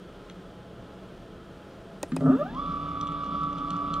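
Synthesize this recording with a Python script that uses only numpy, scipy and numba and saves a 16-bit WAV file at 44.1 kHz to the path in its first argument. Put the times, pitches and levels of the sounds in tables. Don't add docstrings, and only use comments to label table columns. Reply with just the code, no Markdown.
import sys
import numpy as np
from scipy import signal
from scipy.fft import rfft, irfft
from scipy.io import wavfile
from scipy.ndimage import uniform_filter1d
from numba import njit

SR = 44100
rng = np.random.default_rng(int(sys.argv[2]) if len(sys.argv) > 2 else 0)


def to_wav(sig):
    pcm = np.clip(np.atleast_2d(sig), -1, 1) * 32767
    pcm = np.round(pcm).astype(np.int16)
    wavfile.write(sys.argv[1], SR, pcm.T)


def attenuation_scalar(level_db):
    decades = np.asarray(level_db, float) / 20
    return 10 ** decades


N = 176400

# frequency in Hz, level in dB per Hz.
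ROOM_SPECTRUM = [(15, -31.5), (25, -6), (124, -6), (147, -4.5), (189, 1), (227, -7), (389, -3.5),
                 (657, -10.5), (900, -22.5), (1170, -40.5), (1980, -120)]
# frequency in Hz, level in dB per Hz.
AIR_SPECTRUM = [(530, -37.5), (900, -10), (1040, -1), (1120, -6.5), (1300, -0.5), (2050, -13), (3120, -13),
                (6100, -24.5), (15700, -38.5)]
# centre in Hz, width in Hz, level in dB.
ROOM_HUM = [(34.8, 12, -61.5), (63.6, 22, -60.5), (120.3, 15, -59.5), (185.3, 25, -56.5), (389, 98, -71.5),
            (666.4, 18, -60.5), (835.5, 6.4, -63.5), (1298, 99, -67.5), (3200, 610, -69.5),
            (8800, 900, -86)]
# centre in seconds, length in seconds, pitch in Hz, width in Hz, level in dB.
SKIN_RUBS = [(2.05, 0.024, 8000, 7000, -70.5), (2.098, .016, 9500, 2500, -66),
             (2.182, .015, 9300, 3000, -71), (2.24, .035, 8800, 3500, -71), (2.273, .03, 13000, 3000, -77),
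             (2.4, 0.1, 13800, 5000, -76.5), (2.25, 0.2, 7000, 7960, -70)]
# start in seconds, snap in dB, spring ping in dB, thud in dB, case ring in dB.
SWITCH_CLICKS = [
    (2.0298, -21.5, -26, -20, -35.5),
    (2.1640, -34.5, -29.5, -20, -32),
]
# centre in Hz, width in Hz, level in dB.
SNAP_MODES = [(1880, 120, 1.5), (2590, 140, 3), (3900, 460, 0.5), (5200, 890, 1.5), (6880, 1700, 2),
              (7530, 390, 4), (14500, 4500, -9)]
# centre in Hz, width in Hz, level in dB.
THUD_MODES = [(300, 60, 9.3), (565, 113, 6), (800, 167, 2.3)]
# centre in Hz, width in Hz, level in dB.
CASE_MODES = [(1550, 120, -4.5), (1930, 93, -0.5), (2520, 130, 2.5), (5000, 270, -11.5)]
# start in seconds, level in dB, pitch in Hz.
PLASTIC_TICKS = [(0.2986, -32.5, 3250), (0.3691, -50, 3020), (1.711, -51, 5200), (2.548, -39.5, 3200),
                 (2.6623, -41, 3430), (2.6878, -42, 3000), (2.7193, -42, 3460), (2.833, -51, 3200),
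                 (2.891, -46, 3460), (3.0121, -26.5, 3850), (3.0708, -31, 3460), (3.088, -46, 3400),
                 (3.1213, -38, 3460), (3.243, -40, 3500), (3.262, -36, 3700), (3.4126, -40, 3600),
                 (3.435, -35.5, 3160), (3.5296, -38, 3460), (3.5838, -36.5, 3450), (3.684, -37.5, 3450),
                 (3.7055, -25.5, 3590), (3.766, -36.5, 3430), (3.936, -34, 3600), (3.9402, -23, 3380)]
# time in seconds, level in dB.
STEP_FORCE = [(2.205, -19), (2.25, -18.5), (2.264, -14), (2.276, -19), (2.31, -19), (2.355, -16),
              (2.39, -20.5), (2.405, -19), (2.44, -22.5), (2.465, -24), (2.5, -20), (2.56, -24),
              (2.61, -44)]
# time in seconds, fast rock in dB, slow rock in dB.
ROTOR_ROCK = [(2.206, -46, -33), (2.214, -29, -25.5), (2.235, -28.5, -34), (2.256, -19, -26),
              (2.283, -27, -19), (2.302, -11.5, -37), (2.316, -22.5, -27), (2.33, -21, -39.5),
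              (2.361, -22.5, -44)]
# centre in Hz, width in Hz, level in dB.
BASE_MODES = [(163.3, 8.2, 0.5), (264, 9.6, 7)]
# centre in Hz, width in Hz, level in dB.
FRAME_MODES = [(432, 130, -9), (587, 81, -2.5), (645, 64, -8.5), (988, 110, -15.5), (1212, 64, -4),
               (1305, 80, -4), (1460, 55, -14.5), (1682, 110, -17), (1904, 100, -27), (2210, 230, -36),
               (2700, 130, -24), (3460, 360, -26)]
# time in seconds, level in dB.
STEP_TONE = [(2.6, -37.5), (2.85, -39), (2.95, -38.5), (3.3, -38.5), (3.4, -33.5), (3.53, -40), (3.79, -35),
             (3.89, -38.5), (3.96, -34.5)]
# multiple of the step rate, level in dB, flicker in dB.
PARTIALS = [(.25, -42.5, 1.6), (.5, -58.5, 0.5), (1.75, -72.5, 1.5), (1.999, -65, 1), (2.5, -68, 1.5),
            (3, -60, -2), (3.5, -76.5, 3.5), (4, -79.5, -2.5), (4.25, -77.5, 1)]
# centre in Hz, width in Hz, heard level in dB,
# sideband level in dB, # share that follows the load (dB per dB).
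FRAME_SHAKE = [(11.1, 8.8, -79, -20.5, .3), (35.7, 2.5, -51.5, -27, 0.18), (50.02, 2.2, -77.5, -9.5, .1),
               (65.4, 3.9, -51.5, -30, .2), (99.1, 4.4, -55.5, -22.5, 0.18), (132.8, 13, -57.5, -20.5, .5),
               (160.25, 14.4, -43.5, -10.5, 0.55), (177, 11.8, -47.5, -18, 0.98),
               (205.4, 5.3, -49.5, -32, 0.43), (259.6, 17, -47.5, -41, 0.5)]
# multiple of the throb rate, level in dB.
THROB_SIDEBANDS = [(1, -12), (2, -17.5), (3, -14.5), (4, -15)]
# centre in Hz, width in Hz, level in dB.
WHIRR_BANDS = [(568, 220, -52.5), (1010, 210, -54), (1238, 153, -45.5), (2270, 500, -67.5),
               (2850, 980, -64), (3450, 790, -60.5), (4930, 2000, -69.5)]
# centre in seconds, extra load in dB.
TUBE_SQUEEZES = [(2.705, 8), (2.945, 4.5), (3.355, 8.5), (3.45, 4), (3.595, 10), (3.735, 8), (3.93, 5.5)]


@njit
def state_variable(x, hz, width):
    y, b, l = np.empty(len(x)), 0., 0.
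    g = np.tan(np.pi * hz / SR)
    for i in range(len(x)):
        k = width[i] / hz
        v = (b + g * (x[i] - l)) / (1 + g * (g + k))
        b, l, y[i] = 2 * v - b, l + 2 * g * v, k * v
    return y


def resonance(x, hz, width):
    return state_variable(x + 1e-18, float(hz), width + np.zeros(N))


def steep(x, hz, width):
    return resonance(resonance(x, hz, width), hz, width)


def body(x, modes, damp=1):
    return sum((-1) ** k * attenuation_scalar(db) * resonance(x, hz, width * damp) for k, (hz, width, db) in enumerate(modes))


def unit(x):
    return x / np.sqrt(np.mean(np.abs(x) ** 2))


def unit_peak(x):
    return x / np.abs(x).max()


def narrow(hz, width):
    return unit(steep(rng.standard_normal(N), hz, width))


def coloured(spectrum):
    f = np.maximum(np.arange(N // 2 + 1) * SR / N, 1)
    hz, db = np.transpose(spectrum)
    gain = attenuation_scalar(np.interp(np.log(f), np.log(hz), db))
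    return unit(irfft(rfft(rng.standard_normal(N)) * gain, N))


def walk(rate):
    k = int(SR / rate)
    held = np.repeat(rng.standard_normal(N // k + 1), k)
    return unit(uniform_filter1d(uniform_filter1d(held, k), k)[:N])


def curve(table, col):
    return np.interp(np.arange(N) / SR, [r[0] for r in table], [r[col] for r in table])


def bump(t, centre_s, width_s):
    return np.exp(-((t - centre_s) / width_s) ** 2)


def burst(at_s, decay_s):
    t = np.arange(N) / SR - at_s
    return rng.standard_normal(N) * np.exp(-np.maximum(t, 0) / decay_s) * (t >= 0)


def place(x, pan_db, lag_us):
    late = np.interp(np.arange(N) - lag_us * 1e-6 * SR, np.arange(N), x)
    return np.array([late * attenuation_scalar(pan_db / 2), x * attenuation_scalar(-pan_db / 2)])


def room():
    hum = sum(attenuation_scalar(db + 2.14 * walk(5.86)) * narrow(hz, width) for hz, width, db in ROOM_HUM)
    low = attenuation_scalar(-46.5 + 0.43 * walk(1.95)) * coloured(ROOM_SPECTRUM)
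    air = attenuation_scalar(-56.75 + 0.72 * walk(4.7)) * coloured(AIR_SPECTRUM)
    hiss = attenuation_scalar(-82.5) * narrow(13500, 5000)
    return low + air + hum + hiss * np.array([[1], [-1]])


def room_tail(x):
    t60_s, first_echo_s, centre_hz, level_db = 0.18, 0.004, 3080, -13
    t = np.arange(12000) / SR
    tail = rng.standard_normal(12000) * attenuation_scalar(-60 * t / t60_s) * (t > first_echo_s)
    tail = state_variable(tail + 1e-18, float(centre_hz), np.full(12000, 2. * centre_hz))
    tail = attenuation_scalar(level_db) * tail / np.sqrt(np.sum(tail ** 2))
    return signal.fftconvolve(x, tail[None], axes=1)[:, :N]


def finger():
    t = np.arange(N) / SR
    return sum(attenuation_scalar(db + 2.5 * walk(60)) * bump(t, s, length_s) * narrow(hz, width)
               for s, length_s, hz, width, db in SKIN_RUBS)


def switch():
    out = np.zeros(N)
    for s, snap_db, ping_db, thud_db, case_db in SWITCH_CLICKS:
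        out += attenuation_scalar(snap_db) * unit_peak(body(burst(s, 0.00089), SNAP_MODES))
        out += attenuation_scalar(ping_db) * unit_peak(resonance(burst(s - 0.0004, 0.0014), 8740, 460))
        out += attenuation_scalar(thud_db) * unit_peak(body(burst(s + 0.0011, 0.0047), THUD_MODES))
        out += attenuation_scalar(case_db) * unit_peak(body(burst(s + 0.001, 0.0044), CASE_MODES))
    return out


def tick_modes(b, hz):
    t = np.zeros(N)
    t[:len(b)] = b
    sound = steep(t, hz, 1700) + attenuation_scalar(-12.5) * steep(t, 5600, 3200) + attenuation_scalar(-14) * resonance(t, 2600, 1800)
    return sound[:len(b)]


def ticks():
    out, t = np.zeros(N), np.arange(1024) / SR
    for s, db, hz in PLASTIC_TICKS:
        hit = rng.standard_normal(len(t)) * np.exp(-t / 0.0012)
        k = int(s * SR)
        out[k:k + len(t)] += attenuation_scalar(db - 3) * unit_peak(tick_modes(hit, hz))
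    return out + attenuation_scalar(-41) * unit_peak(steep(burst(PLASTIC_TICKS[0][0], 0.0025), 1800, 900))


def chatter(speed):
    hits_per_s, level_db = 55, -65
    hits = (rng.random(N) < hits_per_s / SR) * attenuation_scalar(3.7 * rng.exponential(size=N)) * speed ** 2
    puffs = signal.lfilter([1], [1, -0.96], hits) * rng.standard_normal(N)
    return attenuation_scalar(level_db) * 10 * (steep(puffs, 2950, 1500) + attenuation_scalar(-10) * steep(puffs, 4800, 2300))


def motor_speed(t, start_s, full_s):
    start_hz, full_hz, slip = 60.27, 1152.3, 0.01793
    hz = np.interp(t, [start_s, full_s], [start_hz, full_hz]) * (t > start_s)
    hz = hz * (1 + slip * walk(45) * np.clip((full_s - t) / 0.033, 0, 1))
    return np.cumsum(hz) / SR, hz / full_hz


def rotor_rocking(t):
    first_s, last_s = ROTOR_ROCK[0][0], ROTOR_ROCK[-1][0]
    gate = np.clip((t - first_s) / 0.0045, 0, 1) * np.clip((last_s + 0.0077 - t) / 0.0069, 0, 1)
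    gate = gate * attenuation_scalar(1.5 * walk(90))
    rock = 0
    for hz, col in [(265.4, 1), (152.4, 2)]:
        angle = 2 * np.pi * np.cumsum(hz * (1 + 0.0057 * walk(30.2))) / SR
        rock = rock + np.sqrt(2) * attenuation_scalar(curve(ROTOR_ROCK, col)) * gate * np.sin(angle)
    return rock


def step_train(t, phase, rock, start_s, full_s):
    uneven = 1 + 0.29 * rng.standard_normal(2000)[np.minimum(phase.astype(int), 1999)]
    shaken = phase + 0.35 * rock + 0.016 * walk(150)
    steps = sum(attenuation_scalar(-4.5 * np.log2(k)) * np.cos(2 * np.pi * k * shaken) for k in range(1, 9))
    gate = (t > start_s) * np.clip((full_s + 0.02 - t) / 0.027, 0, 1)
    return steps * uneven * attenuation_scalar(curve(STEP_FORCE, 1) + 2.8 * walk(80)) * gate


def ramp(t, phase, start_s, full_s):
    grip_s, rebound_s = 2.121, 0.01087
    rock = rotor_rocking(t)
    coast = attenuation_scalar(-42 + 3.7 * walk(40)) * narrow(245, 110)
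    coast = coast * (t > ROTOR_ROCK[-1][0]) * np.clip((full_s - t) / 0.05, 0, 1)
    steps = step_train(t, phase, rock, start_s, full_s)
    push, rebound = bump(t, grip_s, 0.00085), bump(t, grip_s + rebound_s, 0.00082)
    grip = attenuation_scalar(-31.5) * 20 * (push - attenuation_scalar(3.5) * rebound)
    knock = attenuation_scalar(-21.5) * burst(grip_s - 0.002, 0.0041) + attenuation_scalar(-26) * burst(start_s + 0.00088, 0.0031)
    frame = attenuation_scalar(-6) * steep(knock, 1200, 2200)
    frame = frame + sum(attenuation_scalar(db) * steep(steps + knock, hz, width) for hz, width, db in FRAME_MODES)
    hold_damp = 1 + 6 * np.clip((t - 2.185) / 0.011, 0, 1)
    base = body(grip, BASE_MODES, hold_damp)
    return place(base + rock + coast, 0.26, 60) + place(frame, -0.19, 62)


def running(t, phase, speed, full_s):
    load_db = sum(db * bump(t, s, 0.035) for s, db in TUBE_SQUEEZES) - 3.5
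    heard, carry, rumble = 0, 0, 0
    for hz, width, db, side_db, share in FRAME_SHAKE:
        shake = narrow(hz, width) * attenuation_scalar(share * load_db)
        if hz < 80:
            rumble = rumble + attenuation_scalar(db) * shake
        else:
            heard = heard + attenuation_scalar(db) * shake
        carry = carry + attenuation_scalar(side_db) * signal.hilbert(shake) / np.sqrt(2)
    throb = 2 * np.pi * 34.27 * (t - 2.859) + 0.22 * walk(5.4)
    carry = carry + sum(attenuation_scalar(db + 1.9 * walk(9)) * np.exp(1j * k * throb) for k, db in THROB_SIDEBANDS)

    turn = np.exp(2j * np.pi * phase)
    sidebands = 1 + carry + 0.05 * np.conj(carry)
    tone_level = np.sqrt(2) * attenuation_scalar(curve(STEP_TONE, 1) + 3.5 + 1.1 * walk(29.94))
    tone = tone_level * np.real(turn * sidebands)
    buzz = attenuation_scalar(-63.5) * np.real(turn ** 3 * unit(carry))
    parts = [np.sqrt(2) * attenuation_scalar(db + flicker_db * walk(11)) * np.cos(2 * np.pi * k * phase)
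             for k, db, flicker_db in PARTIALS]
    whirr = [attenuation_scalar(db + 0.22 * load_db + 2.3 * walk(20)) * narrow(hz, width) for hz, width, db in WHIRR_BANDS]

    on = np.clip((t - full_s + 0.053) / 0.035, 0, 1)
    low = speed ** 0.33 * (t > ROTOR_ROCK[-1][0]) * heard + speed ** 3 * (parts[0] + parts[1] + whirr[0])
    middle = on * (tone + whirr[1] + whirr[2])
    high = on * (sum(parts[2:]) + buzz) + speed ** 0.93 * sum(whirr[3:])
    side = attenuation_scalar(-57) * speed * narrow(200, 200)
    return (place(low, 0.3, 25) + place(speed ** 3 * rumble, 5, 1150) + place(middle, -2.7, 110)
            + place(high, 1.2, 22) + side * np.array([[1], [-1]]))


def scene():
    t = np.arange(N) / SR
    start_s, full_s = 2.207, 2.603
    phase, speed = motor_speed(t, start_s, full_s)
    hand = place(switch() + finger(), 0.5, 7)
    near = ramp(t, phase, start_s, full_s) + place(ticks() + chatter(speed), 1.8, 37)
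    echoes = room_tail(near + attenuation_scalar(-12.5) * hand)
    return near + hand + echoes + running(t, phase, speed, full_s) + room()


def band_limit(x):
    return signal.sosfilt(signal.butter(12, 15730, fs=SR, output="sos"), x)


def record(dry):
    top_cut = signal.ellip(8, 0.2, 60, 15750, fs=SR, output="sos")
    mix = signal.sosfilt(top_cut, dry)
    return band_limit(mix)


dry = scene()
out = record(dry)
to_wav(out)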